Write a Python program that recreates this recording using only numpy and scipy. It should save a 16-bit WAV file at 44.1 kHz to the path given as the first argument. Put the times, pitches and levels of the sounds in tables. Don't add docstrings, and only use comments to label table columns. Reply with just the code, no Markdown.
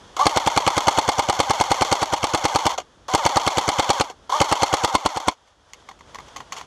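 import sys
import numpy as np
from scipy import signal
from scipy.fft import rfft, irfft
from scipy.io import wavfile

SR = 44100
rng = np.random.default_rng(int(sys.argv[2]) if len(sys.argv) > 2 else 0)


def to_wav(s):
    ch = np.atleast_2d(s).T
    pcm = np.round(np.clip(ch, -1, 1) * 32767)
    wavfile.write(sys.argv[1], SR, pcm.astype(np.int16))


def volts_from_db(level):
    exponent = np.asarray(level, float) / 20
    return 10 ** exponent


N = 294069

# (time [s], air level [dB], rustle level [dB])
AIR_AND_RUSTLE = [(0, -49.5, -49.5), (.16, -52, -50), (2.8, -54.5, -57), (4.2, -55.5, -56), (4.9, -62, -58),
                  (5.3, -67, -57), (5.55, -64, -60.5), (5.8, -57, -54.5), (6.0, -56.5, -57),
                  (6.1, -53, -51), (6.3, -50, -48.5), (6.5, -52, -52.5), (6.58, -54, -39.5),
                  (6.67, -50, -56)]
# (frequency [Hz], relative density [dB])
AIR_COLOUR = [(15, -27), (25, -4), (53, -3), (163, -12.5), (363, -13), (621, -17), (952, -36.5),
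              (1810, -51), (3350, -78), (6540, -66), (15000, -73)]
# (frequency [Hz], relative density [dB])
RUSTLE_COLOUR = [(200, -60), (440, -6), (1000, -3.3), (1400, -7), (1900, -11.5), (2200, -16), (2700, -16),
                 (3350, -8.5), (4000, -17), (5000, -16.5), (6400, -16.5), (8200, -26), (10500, -30),
                 (15000, -61)]
# (time [s], level [dB], treble against it [dB], decay time T60 of the shaking [s])
KNOCKS = [(5.476, -47.5, -10, .06), (5.734, -33, 0.5, 0.037), (5.888, -27.5, -31, .076),
          (5.913, -30, -25, 0.043), (5.99, -47, -2, 0.053), (6.008, -32.5, -37, .045),
          (6.082, -46, -12.5, 0.054), (6.146, -29, -12, 0.075), (6.155, -23, -36, 0.036),
          (6.186, -23.5, -34, 0.049), (6.199, -34, -16, 0.06), (6.282, -44, 1.5, .047),
          (6.361, -26.5, -6.5, .11), (6.404, -24, -16, 0.046), (6.522, -20.5, -7.5, 0.078),
          (6.565, -35, 0.5, 0.2), (6.612, -22.5, -22, 0.028)]
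# (frequency [Hz], width [Hz], level when ground [dB], on release [dB], on the slam [dB])
BODY_MODES = [(308, 140, -51, -3, -9), (553, 285, -14, 0.5, -17), (763, 44, 1, 4.5, -15),
              (903, 145, -1.43, -17, -17), (1150, 273, -5, -2.5, -3.5), (1485, 206, -12, -8, -11.5),
              (2136, 199, -15, -6, 0.5), (3025, 465, -14.5, -5.5, -2), (3413, 405, -10.5, -11, -0.5),
              (4360, 244, -13, -9, 2), (5435, 900, -17.5, -12.5, -5.5), (6450, 990, -15.5, -8.5, -5.5),
              (7690, 1460, -25, -24.5, -9.5), (10250, 700, -30, -30, -18), (12600, 800, -36, -38, -30)]
# (time [s], rattle level [dB])
LATCH = [(0.166, -10), (2.781, -4), (2.801, -17), (2.814, -27), (3.082, -29), (4.099, -15.5), (4.299, -32)]
# (time [s], strain against the resting spring [dB], top speed [turns/s], time to reach it [ms])
PULLS = [(.165, 8.5, 294, 68), (3.082, 2.5, 258, 32), (4.294, 7, 308, 66)]
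# (time after the pull [ms], share of the strain [1])
STRAIN = [(0, .1), (19, -.5), (30, .9), (66, .65), (85, .3), (120, .3)]
# (power off [s], gears halt [s], level lost by the halt [dB])
STOPS = [(2.736, 2.761, 17), (4.009, 4.112, 12.5), (5.286, 5.325, 6)]
# (time after the pop [ms], grinding level [dB])
TURN_LOAD = [(0, 14), (14, 0.5), (22, -4), (28, -2.5), (45, 3), (62, 1.2), (80, 2), (95, 3.5), (130, 14.5)]
# (multiple of the motor speed [1], relative level [dB])
WHINE = [(2, -3), (3, -4), (4, -8), (5, -14), (6, -1), (8, -3), (10, -8)]
# (time [s], pop level [dB], force of the piston stroke [dB])
PELLET_SHOTS = [(.2666, -1.2, -19), (.3718, -3.5, -21), (.4732, -4.4, -20.5), (.5744, -3.8, -19.5),
                (.676, -3.6, -19.7), (.7781, -4.1, -19.7), (.8816, -3.1, -19.2), (.9855, -3.2, -21.4),
                (1.089, -3.7, -21.5), (1.1929, -5, -22.1), (1.2968, -5, -21.4), (1.4016, -3.5, -20.3),
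                (1.506, -4.8, -19.9), (1.6105, -4.1, -20.6), (1.7154, -3.3, -19.9), (1.82, -3.6, -19.6),
                (1.925, -3, -19), (2.0288, -8.4, -23.6), (2.1352, -6.6, -23.6), (2.2408, -5.3, -21.9),
                (2.3466, -4.5, -20.9), (2.4526, -4.5, -20.3), (2.5585, -4.2, -20.4), (2.6649, -3.7, -19.7),
                (3.1486, -2.2, -18.7), (3.2623, -3.9, -18.2), (3.3689, -3.9, -19.8), (3.4754, -3.8, -20.4),
                (3.5819, -4.4, -20.4), (3.6886, -4.3, -20.4), (3.7954, -3.7, -20.1), (3.9021, -3.5, -20.3),
                (4.009, -3.6, -20.3), (4.414, -2.7, -15.2), (4.5244, -3.3, -20.2), (4.6316, -4.1, -20.3),
                (4.7386, -3.9, -20.4), (4.8461, -4.3, -21), (5.1712, -11.9, -28.7)]
# (time [s], pop level [dB], force of the piston stroke [dB])
EMPTY_SHOTS = [(4.9509, -2.4, -26.9), (5.0599, -4, -26), (5.2823, -3.3, -28)]
# (frequency [Hz], level [dB], T60 [s], delay after the shot time [ms])
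LOADED_TUBE = [(838, -6.5, .05, 4.25), (419, -19, .035, 3.95), (1250, -8, .014, 1.25)]
# (frequency [Hz], level [dB], T60 [s], delay after the shot time [ms])
EMPTY_TUBE = [(1010, -1, 0.023, 2.92), (781, -9.5, 0.017, 5.56), (330, -7.5, 0.021, 0.86)]

TREES_T60_S, TREES_DB = .053, -20.5
KNOCK_HZ, KNOCK_SPREAD = 1080, .055
KNOCK_OVERTONE, KNOCK_OVERTONE_DB = 1.84, -7
KNOCK_LOW_DB, KNOCK_HIGH_DB, KNOCK_RING_DB, KNOCK_TICK_DB = 9.5, 15.5, -2.5, 9
JOLT_DB, JOLT_T60_S = -15, .04

GRIND_DB, USUAL_FORCE_DB, GRIND_FOLLOWS, FORCE_MOST_DB = -29.5, -18.5, .98, -.5
SHOT_TURNS, FREE_TURNS, LOADED_TURNS = 250, 357, 200
FREE_MS, SAG_TURNS_PER_MS = 24, 1.7
STALL_TURNS, PAST_TOP = 155, 1.27
FOURTH_SHARE, THROB_HZ, THROB_PEAK_MS, THROB_DB = 1.6, 59, 30.5, 4.5
CUT_DB, CUT_S, HALT_DB_PER_MS = 7, .014, 1.2
KICK_S, KICK_DB, KICK_T60_S = 2.777, -25.5, .089

STROKE_MS, FIRST_STROKE_MS, EMPTY_STROKE_MS, STROKE_SPREAD_MS = 11.4, 12.1, 8.1, .3
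CATCH_MS, CATCH_DRIFT_MS_PER_S = 25.6, .55
JUMPS_OVER_FORCE_DB, JUMP_RISE_MS, JUMP_T60_S = (19, 14), .2, .02
RATTLE_CUT_HZ = 10150
STOCK_HZ, STOCK_T60_S, STOCK_UNDER_FORCE_DB = 306, .065, 7
STOCK_LEAD_MS, THUMP_LEAD_MS = .6, 5.3
THUMP_HZ, THUMP_WIDTH_MS, THUMP_OVER_FORCE_DB = 127, 3.3, 1.5
CRACK_CUT_HZ = 13300
POP_MS = .26


def clicks(s, db):
    out = np.full(N, 1e-18)
    np.add.at(out, np.round(np.asarray(s) * SR).astype(int), volts_from_db(db))
    return out


def ring(x, hz, t60):
    r, w = volts_from_db(-60 / (t60 * SR)), 2 * np.pi * hz / SR
    return signal.lfilter([0, np.sin(w)], [1, -2 * r * np.cos(w), r * r], x)


def dying(x, rise_ms, t60):
    up, down = np.exp(-1000 / (rise_ms * SR)), volts_from_db(-60 / (t60 * SR))
    decaying = signal.lfilter([1], [1, -down], x)
    return signal.lfilter([1 - up], [1, -up], decaying)


def rms_one(x):
    return x / np.sqrt(np.mean(x ** 2) + 1e-20)


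def grit(per_s, spread_db):
    sizes = volts_from_db(spread_db * np.minimum(rng.exponential(1, N), 5)) * rng.choice([-1, 1], N)
    return rms_one(sizes * (rng.random(N) < per_s / SR))


def coloured(points):
    hz, db = np.transpose(points)
    grid = np.maximum(np.fft.rfftfreq(N, 1 / SR), 1)
    gain = volts_from_db(np.interp(np.log(grid), np.log(hz), db))
    return rms_one(irfft(rfft(rng.standard_normal(N)) * gain, N))


def flicker(rate, depth_db):
    knots = rng.standard_normal(1200)
    return volts_from_db(depth_db * np.interp(np.arange(N) / SR * rate, np.arange(1200), knots))


def background():
    s, air_db, rustle_db = np.transpose(AIR_AND_RUSTLE)
    t = np.arange(N) / SR
    air = volts_from_db(np.interp(t, s, air_db)) * coloured(AIR_COLOUR) * flicker(15, depth_db=1.5)
    rustle = volts_from_db(np.interp(t, s, rustle_db)) * coloured(RUSTLE_COLOUR) * flicker(40, depth_db=1)
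    return air + rustle


def trees(x):
    t = np.arange(SR // 2) / SR
    scatter = rng.standard_normal(len(t)) * volts_from_db(-60 * t / TREES_T60_S) * (t > .008)
    scatter = signal.lfilter([.4], [1, -.6], scatter)
    return signal.fftconvolve(x, scatter / np.sqrt(np.sum(scatter ** 2)))[:N]


def knocks():
    low, high, shell = np.zeros((3, N))
    for at, db, treble_db, t60 in KNOCKS:
        hz = KNOCK_HZ * (1 + KNOCK_SPREAD * rng.standard_normal())
        low += dying(clicks([at], db + KNOCK_LOW_DB), .095, t60)
        high += dying(clicks([at], db + treble_db + KNOCK_HIGH_DB), .12, t60)
        shell += ring(clicks([at + .00076], db + KNOCK_RING_DB), hz, .5 * t60)
        shell += ring(clicks([at], db + KNOCK_OVERTONE_DB), KNOCK_OVERTONE * hz, .35 * t60)
    s, db = np.transpose(KNOCKS)[:2]
    ticks = clicks(s, db + KNOCK_TICK_DB)
    return low * grit(6000, spread_db=6), high * grit(4000, spread_db=3) + ticks, shell


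def body(ground, released, slammed, treble):
    out = 0
    for k, (hz, width, *db) in enumerate(BODY_MODES):
        r, w = np.exp(-np.pi * width / SR), 2 * np.pi * hz / SR
        drive = volts_from_db(db) @ [ground, released + treble * (hz > 2000), slammed]
        mode = signal.lfilter([(1 - r * r) / 2, 0, (r * r - 1) / 2], [1, -2 * r * np.cos(w), r * r], drive)
        out = out + (-1) ** k * mode
    return out


def motor_level(pops, force_db):
    t = np.arange(N) / SR
    last = np.maximum(np.searchsorted(pops, t) - 1, 0)
    since_ms = 1000 * (t - pops[last])
    follow_db = np.minimum(GRIND_FOLLOWS * (force_db[last] - USUAL_FORCE_DB), FORCE_MOST_DB)
    db = follow_db + np.interp(since_ms, *np.transpose(TURN_LOAD))
    rising = FREE_TURNS - (FREE_TURNS - SHOT_TURNS) * (1 - since_ms / FREE_MS) ** 2
    sagging = FREE_TURNS - SAG_TURNS_PER_MS * (since_ms - FREE_MS)
    turns = np.maximum(np.where(since_ms < FREE_MS, rising, sagging), LOADED_TURNS)
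    fourth_db = np.zeros(N)
    level = volts_from_db(KICK_DB - 60 * np.abs(t - KICK_S) / KICK_T60_S) * (t > KICK_S)
    for (pull, strain_db, top_turns, top_ms), (off, halt, coast_db) in zip(PULLS, STOPS):
        on = (t >= pull) & (t < pops[pops > pull][0])
        ms = 1000 * (t[on] - pull)
        db[on] = strain_db * np.interp(ms, *np.transpose(STRAIN))
        quarter_wave = np.sin(np.pi / 2 * np.minimum(ms / top_ms, PAST_TOP))
        turns[on] = STALL_TURNS + (top_turns - STALL_TURNS) * quarter_wave
        throb = np.cos(2 * np.pi * THROB_HZ * (ms - THROB_PEAK_MS) / 1000)
        fourth_db[on] = FOURTH_SHARE * db[on] + THROB_DB * throb
        end = halt + .1
        lost_db = np.interp(t, [off, off + CUT_S, halt, end],
                            [0, CUT_DB, coast_db, coast_db + 100 * HALT_DB_PER_MS])
        level = level + volts_from_db(GRIND_DB + db - lost_db) * (t >= pull) * (t < end)
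    return level, turns, fourth_db


def whine(turns, fourth_db):
    angle = 2 * np.pi * np.cumsum(turns * flicker(150, depth_db=.19)) / SR
    out = 0
    for k, db in WHINE:
        share = 1 if k == 4 else -.5 * (k > 4)
        out = out + volts_from_db(db + fourth_db * share) * flicker(90, depth_db=3.3) * np.sin(k * angle)
    return out


def grinding(motor, turns, fourth_db):
    teeth = volts_from_db(17) * grit(2000, spread_db=2) * flicker(57, depth_db=1)
    return motor * (teeth + volts_from_db(8.5) * whine(turns, fourth_db))


def release_rattle(let_go, force_db):
    first_db, second_db = force_db + np.array(JUMPS_OVER_FORCE_DB)[:, None]
    jumps = clicks(let_go, first_db) + clicks(let_go + .00247, second_db)
    return dying(jumps, JUMP_RISE_MS, JUMP_T60_S)


def stock_knock(let_go, force_db):
    struck = clicks(let_go - STOCK_LEAD_MS / 1000, force_db - STOCK_UNDER_FORCE_DB)
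    return ring(struck, STOCK_HZ, STOCK_T60_S)


def thump(s, force_db):
    t = np.arange(-600, 601) / SR
    bell = np.exp(-((t * 1000 - 1) / THUMP_WIDTH_MS) ** 2 / 2)
    shake = -np.cos(2 * np.pi * THUMP_HZ * t) * bell
    return signal.fftconvolve(clicks(s - THUMP_LEAD_MS / 1000, force_db + THUMP_OVER_FORCE_DB), shake, "same")


def piston_crack(s, pop_db):
    crack = ring(clicks(s + .00085, pop_db - 6), 8190, .0014)
    return signal.sosfilt(signal.butter(4, CRACK_CUT_HZ, fs=SR, output="sos"), crack)


def air_pop(s, db, empty):
    u = np.arange(-60, 61) / (POP_MS * SR / 1000)
    pulse = u * np.exp(.5 - u * u / 2)
    out = np.convolve(clicks(s + POP_MS / 1000, db), pulse, "same")
    out = signal.sosfilt(signal.butter(1, 220, "high", fs=SR, output="sos"), out)
    for modes, these in ((LOADED_TUBE, empty < .5), (EMPTY_TUBE, empty >= .5)):
        for hz, level_db, t60, lag_ms in modes:
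            strength_db = db + level_db + rng.normal(0, .16, len(s))
            out += ring(clicks(s[these] + lag_ms / 1000, strength_db[these]), hz, t60)
    return out


def all_shots():
    rows = np.array([(*row, 0) for row in PELLET_SHOTS] + [(*row, 1) for row in EMPTY_SHOTS])
    return rows[np.argsort(rows[:, 0])].T


def rifle():
    s, pop_db, force_db, empty = all_shots()
    first = np.diff(s, prepend=0) > .2
    lead_ms = np.where(empty, EMPTY_STROKE_MS, np.where(first, FIRST_STROKE_MS, STROKE_MS))
    lead_ms = lead_ms + STROKE_SPREAD_MS * rng.standard_normal(len(s))
    let_go = s - lead_ms / 1000
    caught = s + (CATCH_MS + CATCH_DRIFT_MS_PER_S * s) / 1000
    motor, turns, fourth_db = motor_level(s, force_db)
    ground = grinding(motor, turns, fourth_db)
    catch = dying(clicks(caught, 28.95) * motor, .67, .062)
    feed = dying(clicks(caught + .015, 12.6) * motor, 1.5, .074)
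    latch_s, latch_db = np.transpose(LATCH)
    rattle = release_rattle(let_go, force_db) + dying(clicks(latch_s, latch_db), .15, .035)
    slam = dying(clicks(s + .00078, pop_db - .5), .074, .038)
    low, high, shell = knocks()
    jolts = clicks(np.transpose(PULLS)[0], JOLT_DB) + clicks(latch_s, latch_db - 7)
    low = low + dying(jolts, .24, JOLT_T60_S) * grit(6000, spread_db=-.5)
    dull = signal.butter(2, RATTLE_CUT_HZ, fs=SR, output="sos")
    shaken = body(ground + catch * grit(5400, spread_db=4.5) + low,
                  signal.sosfilt(dull, (rattle + .4 * catch) * grit(12000, spread_db=2)),
                  signal.sosfilt(dull, slam * grit(12000, spread_db=2)),
                  high + feed * grit(12000, spread_db=12))
    struck = piston_crack(s, pop_db) + shell + stock_knock(let_go, force_db)
    return shaken + struck + thump(s, force_db) + air_pop(s, pop_db, empty)


def scene():
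    gun = rifle()
    return (background() + volts_from_db(TREES_DB) * trees(gun) + gun)[None]


def roll_off(x):
    return signal.sosfilt(signal.butter(12, 15960, fs=SR, output="sos"), x)


def record(dry):
    dry = signal.sosfilt(signal.butter(2, 46, "high", fs=SR, output="sos"), dry)
    rounded = 2.5 * np.tanh(dry / 2.5)
    mix = signal.sosfilt(signal.cheby2(10, 50, 16000, fs=SR, output="sos"), rounded)
    return roll_off(mix)


dry = scene()
out = record(dry)
to_wav(out)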